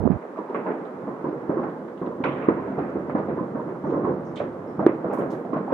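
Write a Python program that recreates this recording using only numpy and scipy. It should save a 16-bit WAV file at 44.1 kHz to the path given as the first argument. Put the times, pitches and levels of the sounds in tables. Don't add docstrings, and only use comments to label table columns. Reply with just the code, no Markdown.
import sys
import numpy as np
from scipy import signal
from scipy.fft import rfft, irfft, next_fast_len
from scipy.io import wavfile
from scipy.ndimage import uniform_filter1d

SR = 44100
rng = np.random.default_rng(int(sys.argv[2]) if len(sys.argv) > 2 else 0)


def dump(signal):
    limited = np.clip(np.atleast_2d(signal).T, -1, 1)
    pcm = np.round(limited * 32767).astype(np.int16)
    wavfile.write(sys.argv[1], SR, pcm)


def attenuation_scalar(level_db):
    decades = np.asarray(level_db, float) / 20
    return 10 ** decades


N = 252693
TIME = np.arange(N) / SR

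# start in seconds, thump peak in dB, thump pitch in Hz,
# echo level in dB under the peak.
NEAR_SHELLS = [(.492, -22, 392, -10.5), (.5435, -12.5, 473, -12), (.661, -28, 271, 5.5),
               (1.568, -12.5, 343, -13), (1.628, -16, 327, -10.5), (3.094, -17.5, 526, -26),
               (3.148, -10, 254, -13), (3.547, -16.5, 240, -11), (3.837, -17.5, 241, -11),
               (4.036, -23, 254, 1), (4.7905, -11, 324, -11.5), (5.184, -13.5, 315, -11.5),
               (5.529, -14.5, 310, -11)]
# the same four columns, in seconds, dB, Hz and dB.
MIDTOWN_SHELLS = [(.25, -20.5, 533, -19), (.387, -14.5, 360, -16.5), (1.07, -20.5, 286, -6.5),
                  (1.24, -15.5, 304, -8.5), (1.327, -16, 382, -14.5), (1.492, -8, 335, -14.5),
                  (1.532, -17, 516, -8.5), (2.013, -15, 355, -11.5), (2.061, -26.5, 244, -2.5),
                  (2.201, -16, 276, -13.5), (2.779, -14, 460, -9.5), (3.284, -16, 255, -8.5),
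                  (3.361, -21, 242, -3), (3.924, -14, 388, -7), (4.823, -30.5, 260, 4),
                  (4.891, -9, 322, -24), (5.098, -12, 438, -20), (5.22, -13.5, 537, -13),
                  (5.318, -20.5, 222, -6), (5.559, -15.5, 234, -13.5)]
# the same four columns, in seconds, dB, Hz and dB.
OUTSKIRTS_SHELLS = [(.701, -20, 288, -13), (.79, -24.5, 350, -4), (1.811, -28, 392, -5),
                    (2.252, -16.5, 296, -4.5), (2.515, -13.5, 310, -16.5), (2.954, -12.5, 337, -10.5),
                    (3.407, -13, 229, -15.5), (3.67, -22.5, 294, -6.5), (3.862, -15, 362, -8.5),
                    (3.977, -13.5, 387, -23.5), (4.091, -12.5, 394, -10), (4.168, -14, 416, -29),
                    (4.399, -17.5, 517, -5), (4.688, -30, 408, -5), (5.132, -12.5, 550, -15),
                    (5.721, -6.5, 530, -5)]
# shells, middle band in dB over the thump,
# echo fade by 60 dB in seconds.
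DISTRICTS = [(NEAR_SHELLS, -10.5, 0.49), (MIDTOWN_SHELLS, -14.5, 0.36), (OUTSKIRTS_SHELLS, -17.5, 0.3)]
# start in seconds, thump peak in dB, pitch in Hz, number of swings,
# echo level in dB under the peak.
SALUTES = [
    (2.4858, 2, 330, 0.62, -22),
    (4.8763, -18.5, 347, 1, -9),
    (5.045, -12.5, 516, 0.59, -9.5),
]
# start in seconds, peak in dB, pitch in Hz, swings to fade, swings to rise.
STEEP_SALUTE = (4.8650, 0.1, 352, 1.7, 0.055)
# start in seconds, high band peak in dB,
# top band in dB over it, echo fade by 60 dB in seconds.
CRACKERS = [(0.115, -34, -29, 0.12), (0.218, -44.5, -32, 0.32), (0.369, -41, -24, 0.2),
            (0.544, -30, -32, 0.15), (.6629, -38.5, -29, 0.87), (0.85, -50.5, 10, 0.41),
            (1.497, -45, -10, 0.14), (1.629, -45, -16, 0.4), (1.696, -49.5, 3, 0.8),
            (1.8806, -46, -2, 0.32), (1.974, -51.5, 11, 0.42), (2.0055, -53, 6, 0.32),
            (2.061, -46.5, 8, 0.31), (2.239, -19, 2, 0.22), (2.252, -24.5, -28, 0.23), (2.27, -33, -8, 2.4),
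            (2.4823, -31, -11, 0.18), (2.788, -38, -17, 0.86), (3.095, -30.5, -17, 0.16),
            (3.155, -41, -22, 0.55), (3.2929, -39.5, -18.5, 0.38), (3.687, -47.5, -13, 0.5),
            (3.855, -62.5, -14, 0.57), (4.3986, -32.5, -16, 0.28), (4.872, -29, -33, 0.25),
            (5.109, -38.5, -17, 0.91), (5.2083, -40, -4, 0.4), (5.3278, -44.5, 0, 0.92),
            (5.5343, -43, -9, 0.23), (5.5618, -38, -11, 0.29), (5.7199, -37, -2, 0.53)]
# time in seconds, level in dB, nearness in dB of extra treble per band.
FAR_RUMBLE = [(0.0, -32.5, 2), (0.17, -38.5, 5.5), (0.38, -41, 6.5), (0.67, -34.5, 5), (0.85, -38, 5),
              (1.601, -36.5, 4.5), (1.96, -38.5, 0), (2.39, -32, 1.5), (3.42, -34.5, 1.5), (3.72, -34.5, 2),
              (3.86, -39, 4), (4.02, -28, -1), (4.13, -35, 2.5), (4.47, -36.5, 3), (4.8, -37, 4),
              (5.03, -34.5, 3.5), (5.6, -33.5, -2), (5.73, -33.5, 6)]
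# time in seconds, level in dB.
DEEP_SWELL = [(.2, -77), (.8, -64), (.92, -55), (1.25, -61), (1.45, -57.5), (1.6, -59), (2.0, -60.5),
              (2.28, -48.5), (3.3, -46.5), (3.5, -51), (4.05, -48.5), (4.8, -50.5), (5.2, -58.5),
              (5.55, -54.5)]
# start in seconds, peak in dB, ring in Hz,
# fade by 60 dB in seconds.
RECESS_ECHOES = [(0.36, -29, 1095, 0.31), (0.386, -27.5, 980, 0.2), (0.489, -29, 926, 0.24),
                 (0.55, -22.5, 1085, 0.087), (0.644, -32, 980, 0.3), (0.661, -20, 887, 0.23),
                 (1.077, -32.5, 1046, 0.42), (1.243, -24.5, 999, 0.22), (1.497, -34, 918, 0.2),
                 (1.576, -24, 1100, 0.13), (1.632, -27, 790, 0.18), (1.752, -31.5, 870, 0.25),
                 (2.022, -28, 1005, 0.43), (2.114, -31.5, 990, 0.23), (2.24, -22, 1134, 0.14),
                 (2.283, -30.5, 1140, 0.28), (2.44, -28, 1180, 0.14), (2.487, -19, 930, 0.12),
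                 (2.583, -26.5, 1005, 0.2), (2.789, -23, 756, 0.11), (3.151, -26.5, 980, 0.15),
                 (3.178, -24, 786, 0.18), (3.293, -31, 834, 0.18), (3.374, -31.5, 800, 0.14),
                 (3.387, -23, 1013, 0.13), (3.426, -33.5, 1070, 0.2), (3.566, -31, 910, 0.19),
                 (3.596, -25, 980, 0.19), (3.679, -30, 880, 0.2), (3.839, -27.5, 880, 0.15),
                 (3.906, -25.5, 1016, 0.13), (3.943, -28, 1030, 0.55), (4.049, -21.5, 1000, 0.28),
                 (4.405, -34, 762, 0.2), (4.773, -34.5, 890, 0.15), (4.793, -18, 836, 0.25),
                 (4.864, -17.5, 970, 0.093), (5.035, -36, 740, 0.23), (5.097, -20.5, 810, 0.22),
                 (5.135, -24, 1110, 0.17), (5.173, -23.5, 980, 0.2), (5.531, -23.5, 1073, 0.37),
                 (5.563, -38.5, 1170, 0.2), (5.678, -20.5, 790, 0.17), (5.705, -21.5, 970, 0.2)]
# start in seconds, peak in dB, pitch in Hz, fade by 60 dB in seconds.
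HOUSE_SLAPS = [(0.56, -21, 478, 0.087), (0.667, -29, 634, 0.052), (1.247, -24, 452, 0.096),
               (1.489, -29.5, 480, 0.1), (1.585, -20, 484, 0.045), (2.105, -20, 513, 0.08),
               (2.247, -15, 494, 0.059), (2.325, -30.5, 480, 0.08), (2.381, -32, 520, 0.08),
               (2.4925, -13, 458, 0.046), (2.612, -27, 500, 0.2), (2.783, -20.5, 495, 0.13),
               (3.033, -30.5, 490, 0.088), (3.098, -19, 530, 0.068), (3.152, -14.5, 635, 0.08),
               (3.175, -29.5, 506, 0.063), (3.205, -26, 534, 0.08), (3.282, -23, 500, 0.095),
               (3.405, -21, 515, 0.099), (3.921, -14, 452, 0.072), (3.973, -23.5, 503, 0.072),
               (4.045, -28, 519, 0.08), (4.071, -26.5, 554, 0.067), (4.401, -12, 579, 0.11),
               (4.801, -26.5, 507, 0.08), (4.825, -14.5, 619, 0.086), (4.863, -12.5, 446, 0.057),
               (5.043, -16.5, 646, 0.1), (5.101, -26.5, 485, 0.089), (5.135, -20, 480, 0.09),
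               (5.187, -14, 535, 0.08), (5.22, -13, 546, 0.067), (5.299, -31, 520, 0.08),
               (5.532, -21, 534, 0.08), (5.668, -37, 543, 0.08)]
# start in seconds, peak in dB, pitch in Hz,
# fade by 60 dB in seconds.
BLOCK_ECHOES = [(0.498, -18.5, 395, 0.1), (1.283, -16.5, 327, 0.1), (1.309, -26, 296, 0.1),
                (1.603, -18.5, 320, 0.091), (2.699, -20.5, 279, 0.1), (2.729, -25.5, 245.6, 0.1),
                (2.819, -27.5, 323, 0.1), (3.189, -21, 218, 0.1), (3.677, -27, 291, 0.11),
                (3.889, -15, 343, 0.092), (3.899, -17.5, 407, 0.1), (4.139, -27.5, 360, 0.1),
                (4.169, -31, 348, 0.11), (4.909, -27.5, 425, 0.1), (4.929, -19.5, 340, 0.1),
                (4.939, -23, 350, 0.1), (5.53, -21.5, 305, 0.1), (5.579, -23, 211, 0.1),
                (5.599, -23, 198, 0.1)]
# start in seconds, peak in dB, pitch in Hz, fade by 60 dB in seconds.
ROOF_KNOCKS = [(0.372, -26.5, 647, 0.12), (0.658, -26, 622, 0.071), (1.105, -35, 780, 0.1),
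               (1.295, -39, 766, 0.1), (1.636, -22, 670, 0.1), (1.813, -37, 656, 0.1),
               (2.484, -26, 657, 0.083), (2.671, -22, 659, 0.1), (2.715, -28, 700, 0.1),
               (2.783, -18.5, 725, 0.1), (3.181, -24, 770, 0.1), (3.281, -23.5, 692, 0.1),
               (3.474, -33, 622, 0.087), (4.075, -28, 640, 0.1), (4.401, -25, 650, 0.1),
               (5.123, -28, 660, 0.1), (5.171, -28, 690, 0.086), (5.379, -40, 773, 0.1),
               (5.447, -25.5, 684, 0.104), (5.489, -35, 641, 0.1), (5.521, -25, 655, 0.1),
               (5.567, -18, 663, 0.057)]
# start in seconds, peak in dB, pitch in Hz, fade by 60 dB in seconds.
BIG_BOOMS = [(1.032, -28, 182, 0.16), (1.241, -35, 183, 0.13), (1.489, -19, 163, 0.15),
             (2.014, -23, 188, 0.19), (2.2, -32, 133, 0.17), (2.231, -28, 144, 0.15),
             (2.48, -15.5, 181, 0.072), (2.777, -23, 160, 0.13), (3.144, -20, 194, 0.12),
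             (3.372, -27.5, 167, 0.15), (3.512, -29, 159, 0.11), (3.556, -27, 187.4, 0.15),
             (3.67, -28.5, 185, 0.13), (3.838, -26, 146.4, 0.15), (4.04, -23.5, 145, 0.15),
             (4.095, -28, 164, 0.15), (4.783, -18, 182, 0.14), (5.215, -23.5, 185, 0.12),
             (5.559, -31, 188, 0.12)]
# start in seconds, peak in dB, centre in Hz, fade by 60 dB in seconds.
BRIGHT_CRACKS = [(.5457, -32, 1150, 0.073), (.5462, -36.5, 2000, 0.23), (.556, -45, 2300, .2),
                 (.6, -45, 2400, .1), (.665, -46, 1700, 0.18), (.7, -39, 1880, .2),
                 (.7358, -42, 1520, 0.24), (2.2377, -24.5, 2270, 0.25), (2.243, -21.5, 1370, 0.24),
                 (2.255, -28.5, 1480, 0.23), (2.2831, -39.5, 2850, 0.3), (2.32, -48, 3000, 0.56),
                 (2.3595, -42.5, 2220, 0.28), (2.4233, -40.5, 2300, 0.27), (2.487, -33, 1890, .04),
                 (4.794, -30.5, 1100, 0.089), (4.868, -31, 1500, 0.075), (4.89, -47, 2270, 0.11),
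                 (5.21, -49, 3000, .06)]
# frequency in Hz, level in dB per Hz.
CITY_TONE = [(20, -48), (45, -41.5), (100, -22.5), (145, -3.5), (240, 2), (340, 4), (520, 3), (750, -8),
             (1020, -12), (1400, -19.5), (2000, -26), (3200, -51.5), (5000, -78.5), (9000, -99)]
# frequency in Hz, level in dB per Hz.
SNAP_TONE = [(1500, -20), (2200, -2), (2900, 0), (3700, -7), (4700, -21), (6000, -38), (8000, -60)]
# frequency in Hz, width in Hz, added ring in dB.
STANDING_WAVES = [(89, 7.4, -7), (195.5, 4.7, -2.5), (254, 16, -4), (337.2, 37, -9), (2066, 17, -3.5),
                  (2300, 11, -8.5), (2550, 17, -7.5), (2820, 8.3, -0.5), (3130, 25, -1.5), (3350, 35, -3)]
# start in seconds, length in seconds, peak in dB, flutter in Hz.
GUSTS = [
    (.002, 0.027, -35.5, 100),
    (.0372, 0.0052, -11, 211),
    (.0515, 0.019, -11.5, 235),
    (.0735, .0055, -12, 400),
    (.088, 0.0055, -20.5, 161),
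    (.0996, 0.01, -8, 192),
    (.111, .014, -15.5, 190),
    (.1255, 0.0085, -15, 150.5),
    (.136, 0.021, -40.5, 118.6),
]
# start in seconds, level in dB, centre in Hz, width in Hz, fade by 60 dB in seconds.
RUSTLES = [(2.238, -66.5, 5200, 2220, 0.24), (2.4872, -62, 5030, 3030, .02),
           (2.9, -61.5, 5170, 3180, 0.018), (4.8645, -50, 4980, 4500, 0.025), (3.86, -75, 6060, 1740, 0.94),
           (4.25, -70, 5760, 1730, 0.5), (4.357, -44, 3460, 1019, 0.07), (4.372, -44, 3360, 400, 0.046),
           (4.365, -43.5, 2770, 1790, 0.23), (4.356, -59, 5630, 4770, 0.25), (5.1, -56, 2000, 1300, 0.14),
           (4.67, -76, 5290, 604, 0.89), (5.131, -58, 10000, 9700, .2), (5.182, -67, 9800, 8720, 0.4),
           (5.302, -59, 4800, 3930, 0.26), (5.31, -68, 9500, 8520, 0.42)]
# frequency in Hz, level in dB per Hz.
HISS_TONE = [(1500, -7.5), (3000, 3), (4500, -4), (6500, -6.5), (9000, -11), (12000, -11), (12700, -15),
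             (13400, -42)]
# band bottom in Hz, band top in Hz,
# sound level in dB from which the band starts to empty.
HISS_DROPOUT = [(4500, 6500, -22.5), (6500, 9000, -26), (9000, 15000, -26.5)]

BODY_HZ, MIDDLE_HZ, HIGH_HZ = 100, 750, 1850
PORT_LEAD, PORT_SPREAD = 3.2, 10.3


def fireworks():
    power, body_db = far_rumble()
    direct = shells(power)
    crack_power, top_power = crackers(power[3])
    power[0] *= (power[1] / attenuation_scalar(2 * body_db)) ** 0.89
    spikes = arrivals(3.51)

    edges_hz = (0, BODY_HZ, MIDDLE_HZ, HIGH_HZ, SR)
    sky = echoes(spikes)
    for k in range(4):
        sky = sky + colour(spikes * np.sqrt(power[k]), CITY_TONE, edges_hz[k], edges_hz[k + 1])
    sky = sky + colour(spikes * np.sqrt(crack_power), CITY_TONE, 1225.0, HIGH_HZ)
    sky = sky + colour(spikes * np.sqrt(top_power), SNAP_TONE)
    sky = balcony_ring(sky)
    wind_filter = signal.butter(2, 130, "high", fs=SR, output="sos")
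    sky = bass_guard(sky + signal.sosfiltfilt(wind_filter, direct))

    bounce_s, bounce_db = 0.00077, -15
    bounce = np.array([np.interp(TIME - bounce_s, TIME, port) for port in sky])
    return sky + attenuation_scalar(bounce_db) * bounce


def shells(power):
    direct = np.zeros((2, N))
    bursts = []
    for rows, middle_db, t60 in DISTRICTS:
        for start, db, hz, echo_db in rows:
            bursts.append((start + 0.0017, db, hz, 0.8, middle_db, echo_db, t60))
    for start, db, hz, swings, echo_db in SALUTES:
        bursts.append((start, db, hz, swings, -12.5, echo_db, 0.3))

    for start, db, hz, swings, middle_db, echo_db, t60 in bursts:
        lead = PORT_LEAD + 9.0 * rng.standard_normal()
        add(direct, *thump(start, db - 3.6, hz, swings, lead))
        add(direct, *thump(start, db + middle_db - 5.5, 1080, 1.4, lead))
        at, roll = fade(start + 0.0019, t60, 0.0034)
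        band_db = np.array([[-34.0], [-2.5], [middle_db + 4.0]])
        add(power[:3], at, roll * attenuation_scalar(2 * (db + echo_db + band_db)))
    add(direct, *shock(*STEEP_SALUTE))
    return direct


def thump(start, db, hz, swings, lead):
    delay = np.maximum([[-lead], [lead]], 0) / SR
    age = np.clip(np.arange(1400) / SR - delay, 0, None) * hz
    swell = (age / swings * np.exp(1 - age / swings)) ** 1.5
    return int(start * SR), -attenuation_scalar(db) * swell * np.sin(2 * np.pi * age)


def shock(start, db, hz, fade_swings, rise_swings):
    delay = np.array([[0], [3.5 / SR]])
    age = np.clip(np.arange(1400) / SR - delay, 0, None) * hz
    swell = (1 - np.exp(-age / rise_swings)) ** 2 * np.exp(-age / fade_swings)
    return int(start * SR), -attenuation_scalar(db + 3.0) * swell * np.sin(2 * np.pi * (age + 0.069))


def crackers(high_power):
    crack, top = np.zeros((2, N))
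    for start, db, top_db, t60 in CRACKERS:
        at, roll = fade(start, t60, 0.00038)
        add(high_power, at, roll * attenuation_scalar(2 * (db - 9.0)))
        add(crack, at, roll * attenuation_scalar(2 * (db - 10.5 + 8)))
        add(top, at, roll ** 3.7 * attenuation_scalar(2 * (db - 17.5 + top_db)))
    return crack, top


def echoes(spikes):
    later = spikes[:, ::-1]
    cracks = rings(BRIGHT_CRACKS, spikes, swings=1.6, knock_db=-1.0, tail_db=-10.0, width=0.19)
    air = signal.butter(4, 3400, fs=SR, output="sos")
    return (rings(RECESS_ECHOES, later, swings=1.8, knock_db=-3.5, tail_db=-8.0, width=0.063)
            + rings(HOUSE_SLAPS, later, swings=1.4, knock_db=-5.0, tail_db=-9.5, width=0.11)
            + rings(BLOCK_ECHOES, later, swings=1.3, knock_db=-5.0, tail_db=-13.0, width=0.34)
            + rings(ROOF_KNOCKS, later, swings=3.1, knock_db=-4.5, tail_db=-7.0, width=0.16)
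            + rings(BIG_BOOMS, spikes, swings=1.0, knock_db=-5.5, tail_db=-17.0, width=0.099)
            + signal.sosfilt(air, cracks))


def rings(table, spikes, swings, knock_db, tail_db, width):
    out = np.zeros((2, N))
    for start, db, hz, t60 in table:
        add(out, *thump(start + 0.00054, db + knock_db, hz, swings, PORT_LEAD))
        at, power = fade(start, min(t60, 0.6), 0.004)
        band = signal.butter(1, (hz * (1 - width), hz * (1 + width)), "band", fs=SR, output="sos")
        puff = spikes[:, at:at + len(power)] * np.sqrt(power[:N - at] * SR / 4 / width / hz)
        add(out, at, attenuation_scalar(db + tail_db) * signal.sosfilt(np.vstack([band, band]), puff))
    return out


def far_rumble():
    seconds, far_db, near_db = np.transpose(FAR_RUMBLE)
    body_db = np.interp(TIME, seconds, far_db)
    near_db = np.interp(TIME, seconds, near_db)
    bass_db = np.interp(TIME, *np.transpose(DEEP_SWELL))
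    middle_db = body_db - 8 + near_db
    high_db = body_db - 33 + 2 * near_db
    return attenuation_scalar(2 * np.array([bass_db, body_db, middle_db, high_db])), body_db


def arrivals(scatter_db, count=7):
    out, size = np.zeros((2, N)), next_fast_len(N)
    for side in np.linspace(-1.5, 1.5, count):
        unevenness = np.minimum(rng.exponential(size=N), 7)
        spikes = rng.standard_normal(N) * attenuation_scalar(min(scatter_db, 4.5) * unevenness)
        lag = PORT_LEAD + PORT_SPREAD * side
        turn = np.exp(-2j * np.pi * np.fft.rfftfreq(size) * lag)
        delayed = irfft(rfft(spikes, size) * turn, size)[:N]
        out += np.exp(-side ** 2 / 4) * np.array([spikes, delayed])
    return unit(out)


def balcony_ring(sky):
    ring = np.zeros((2, N))
    for hz, width_hz, db in STANDING_WAVES:
        ring += attenuation_scalar(db) * signal.lfilter(*signal.iirpeak(hz, hz / width_hz, fs=SR), sky)
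    return sky + ring


def bass_guard(sky):
    share, ends_s, release_s = 0.66, 1, 0.098
    bass = signal.sosfiltfilt(signal.butter(2, 172, fs=SR, output="sos"), sky)
    return sky - share * np.clip((ends_s - TIME) / release_s, 0, 1) * bass


def wind():
    buffet_s, buffet_db = 0.175, -25
    tone = [(15, -43.0), (60, -2), (150, -8.5), (400, -16.5), (1000, -28.5), (2500, -78.0)]  # Hz, dB per Hz
    low = colour(rng.standard_normal((1, N)), tone)[0]
    out = attenuation_scalar(buffet_db) * low * np.clip((buffet_s - TIME) / 0.004, 0, 1)
    waver = unit(uniform_filter1d(rng.standard_normal(N), size=120))
    for start, length, db, hz in GUSTS:
        gate = np.clip(np.minimum(TIME - start, start + length - TIME) / 0.002, 0, 1)
        swing = np.sin(2 * np.pi * hz * (TIME - start) + 0.2 * waver)
        out = out + attenuation_scalar(db) * gate * np.tanh(1.7 * swing) * attenuation_scalar(2.4 * waver)
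    port_filter = signal.butter(2, (55, 1300), "band", fs=SR, output="sos")
    return signal.sosfiltfilt(port_filter, out) * attenuation_scalar(np.array([[-18.0], [0]]))


def rustles():
    out = np.zeros((2, N))
    fibres = rng.standard_normal((3, N)) * attenuation_scalar(2.0 * rng.exponential(size=N))
    fibres = unit(fibres[:2] + fibres[2])
    fibres = fibres * attenuation_scalar(np.array([[-0.8], [0.8]]))
    for start, db, hz, width_hz, t60 in RUSTLES:
        at, power = fade(start, t60, 0.0016)
        band = signal.butter(4, (hz - width_hz / 2, hz + width_hz / 2), "band", fs=SR, output="sos")
        puff = fibres[:, at:at + len(power)] * np.sqrt(power[:N - at] * SR / 2 / width_hz)
        add(out, at, attenuation_scalar(db) * signal.sosfilt(band, puff))
    return out


def input_hiss(dry):
    hiss = attenuation_scalar(-70.5) * colour(rng.standard_normal((2, N)), HISS_TONE)
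    loud_db = 10 * np.log10(uniform_filter1d(np.mean(dry ** 2, axis=0), size=1500) + 1e-12)
    for lo_hz, hi_hz, empty_db in HISS_DROPOUT:
        whim_db = 2.5 * np.repeat(rng.standard_normal(N // 1024 + 1), 1024)[:N]
        lost = np.clip((loud_db + whim_db - empty_db) / 1.6, 0, 1)
        lost = uniform_filter1d(lost, size=400)
        band = signal.butter(4, (lo_hz, hi_hz), "band", fs=SR, output="sos")
        hiss = hiss - lost * signal.sosfiltfilt(band, hiss)
    return hiss


def unit(x):
    return x / np.sqrt(np.mean(x ** 2))


def colour(x, points, lo_hz=0, hi_hz=SR):
    hz = np.fft.rfftfreq(8192, 1 / SR) + 1
    point_hz, db = np.transpose(points)
    gain = attenuation_scalar(np.interp(np.log(hz), np.log(point_hz), db))
    gain = gain / np.sqrt((1 + (lo_hz / hz) ** 8) * (1 + (hz / hi_hz) ** 8))
    cepstrum = irfft(np.log(gain + 1e-9))
    cepstrum[1:4096] *= 2
    cepstrum[4097:] = 0
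    response = irfft(np.exp(rfft(cepstrum)))[:4096]
    response = response / np.sqrt(np.sum(response ** 2))
    x = np.pad(x, ((0, 0), (4096, 0)), "reflect")
    return signal.fftconvolve(x, response[None], axes=1)[:, 4096:4096 + N]


def fade(start, t60, rise_s):
    t60 = max(t60, 0.02)
    age = np.arange(int(t60 * SR)) / SR
    return int(start * SR), (1 - np.exp(-age / rise_s)) * np.exp(-2 * np.log(1000) * age / t60)


def add(out, at, wave):
    out[..., at:at + wave.shape[-1]] += wave[..., :N - at]


def scene():
    return fireworks() + wind() + rustles()


def band_limit(x):
    return signal.sosfilt(signal.butter(12, 14300, fs=SR, output="sos"), x)


def record(dry):
    clip_db, right_db, right_treble_db, stop_s = -1.3, 2.3, -11, 0.0005
    heard = dry + input_hiss(dry)
    treble = signal.sosfiltfilt(signal.butter(1, 1200, "high", fs=SR, output="sos"), heard)
    heard = heard + attenuation_scalar(right_treble_db) * treble * np.array([[-0.5], [0.5]])
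    heard = heard * np.clip((N / SR - TIME) / stop_s, 0, 1)
    held = np.clip(heard, -attenuation_scalar(clip_db), attenuation_scalar(clip_db))
    mix = held * attenuation_scalar(np.array([[-right_db / 2], [right_db / 2]]))
    return band_limit(mix)


dry = scene()
out = record(dry)
dump(out)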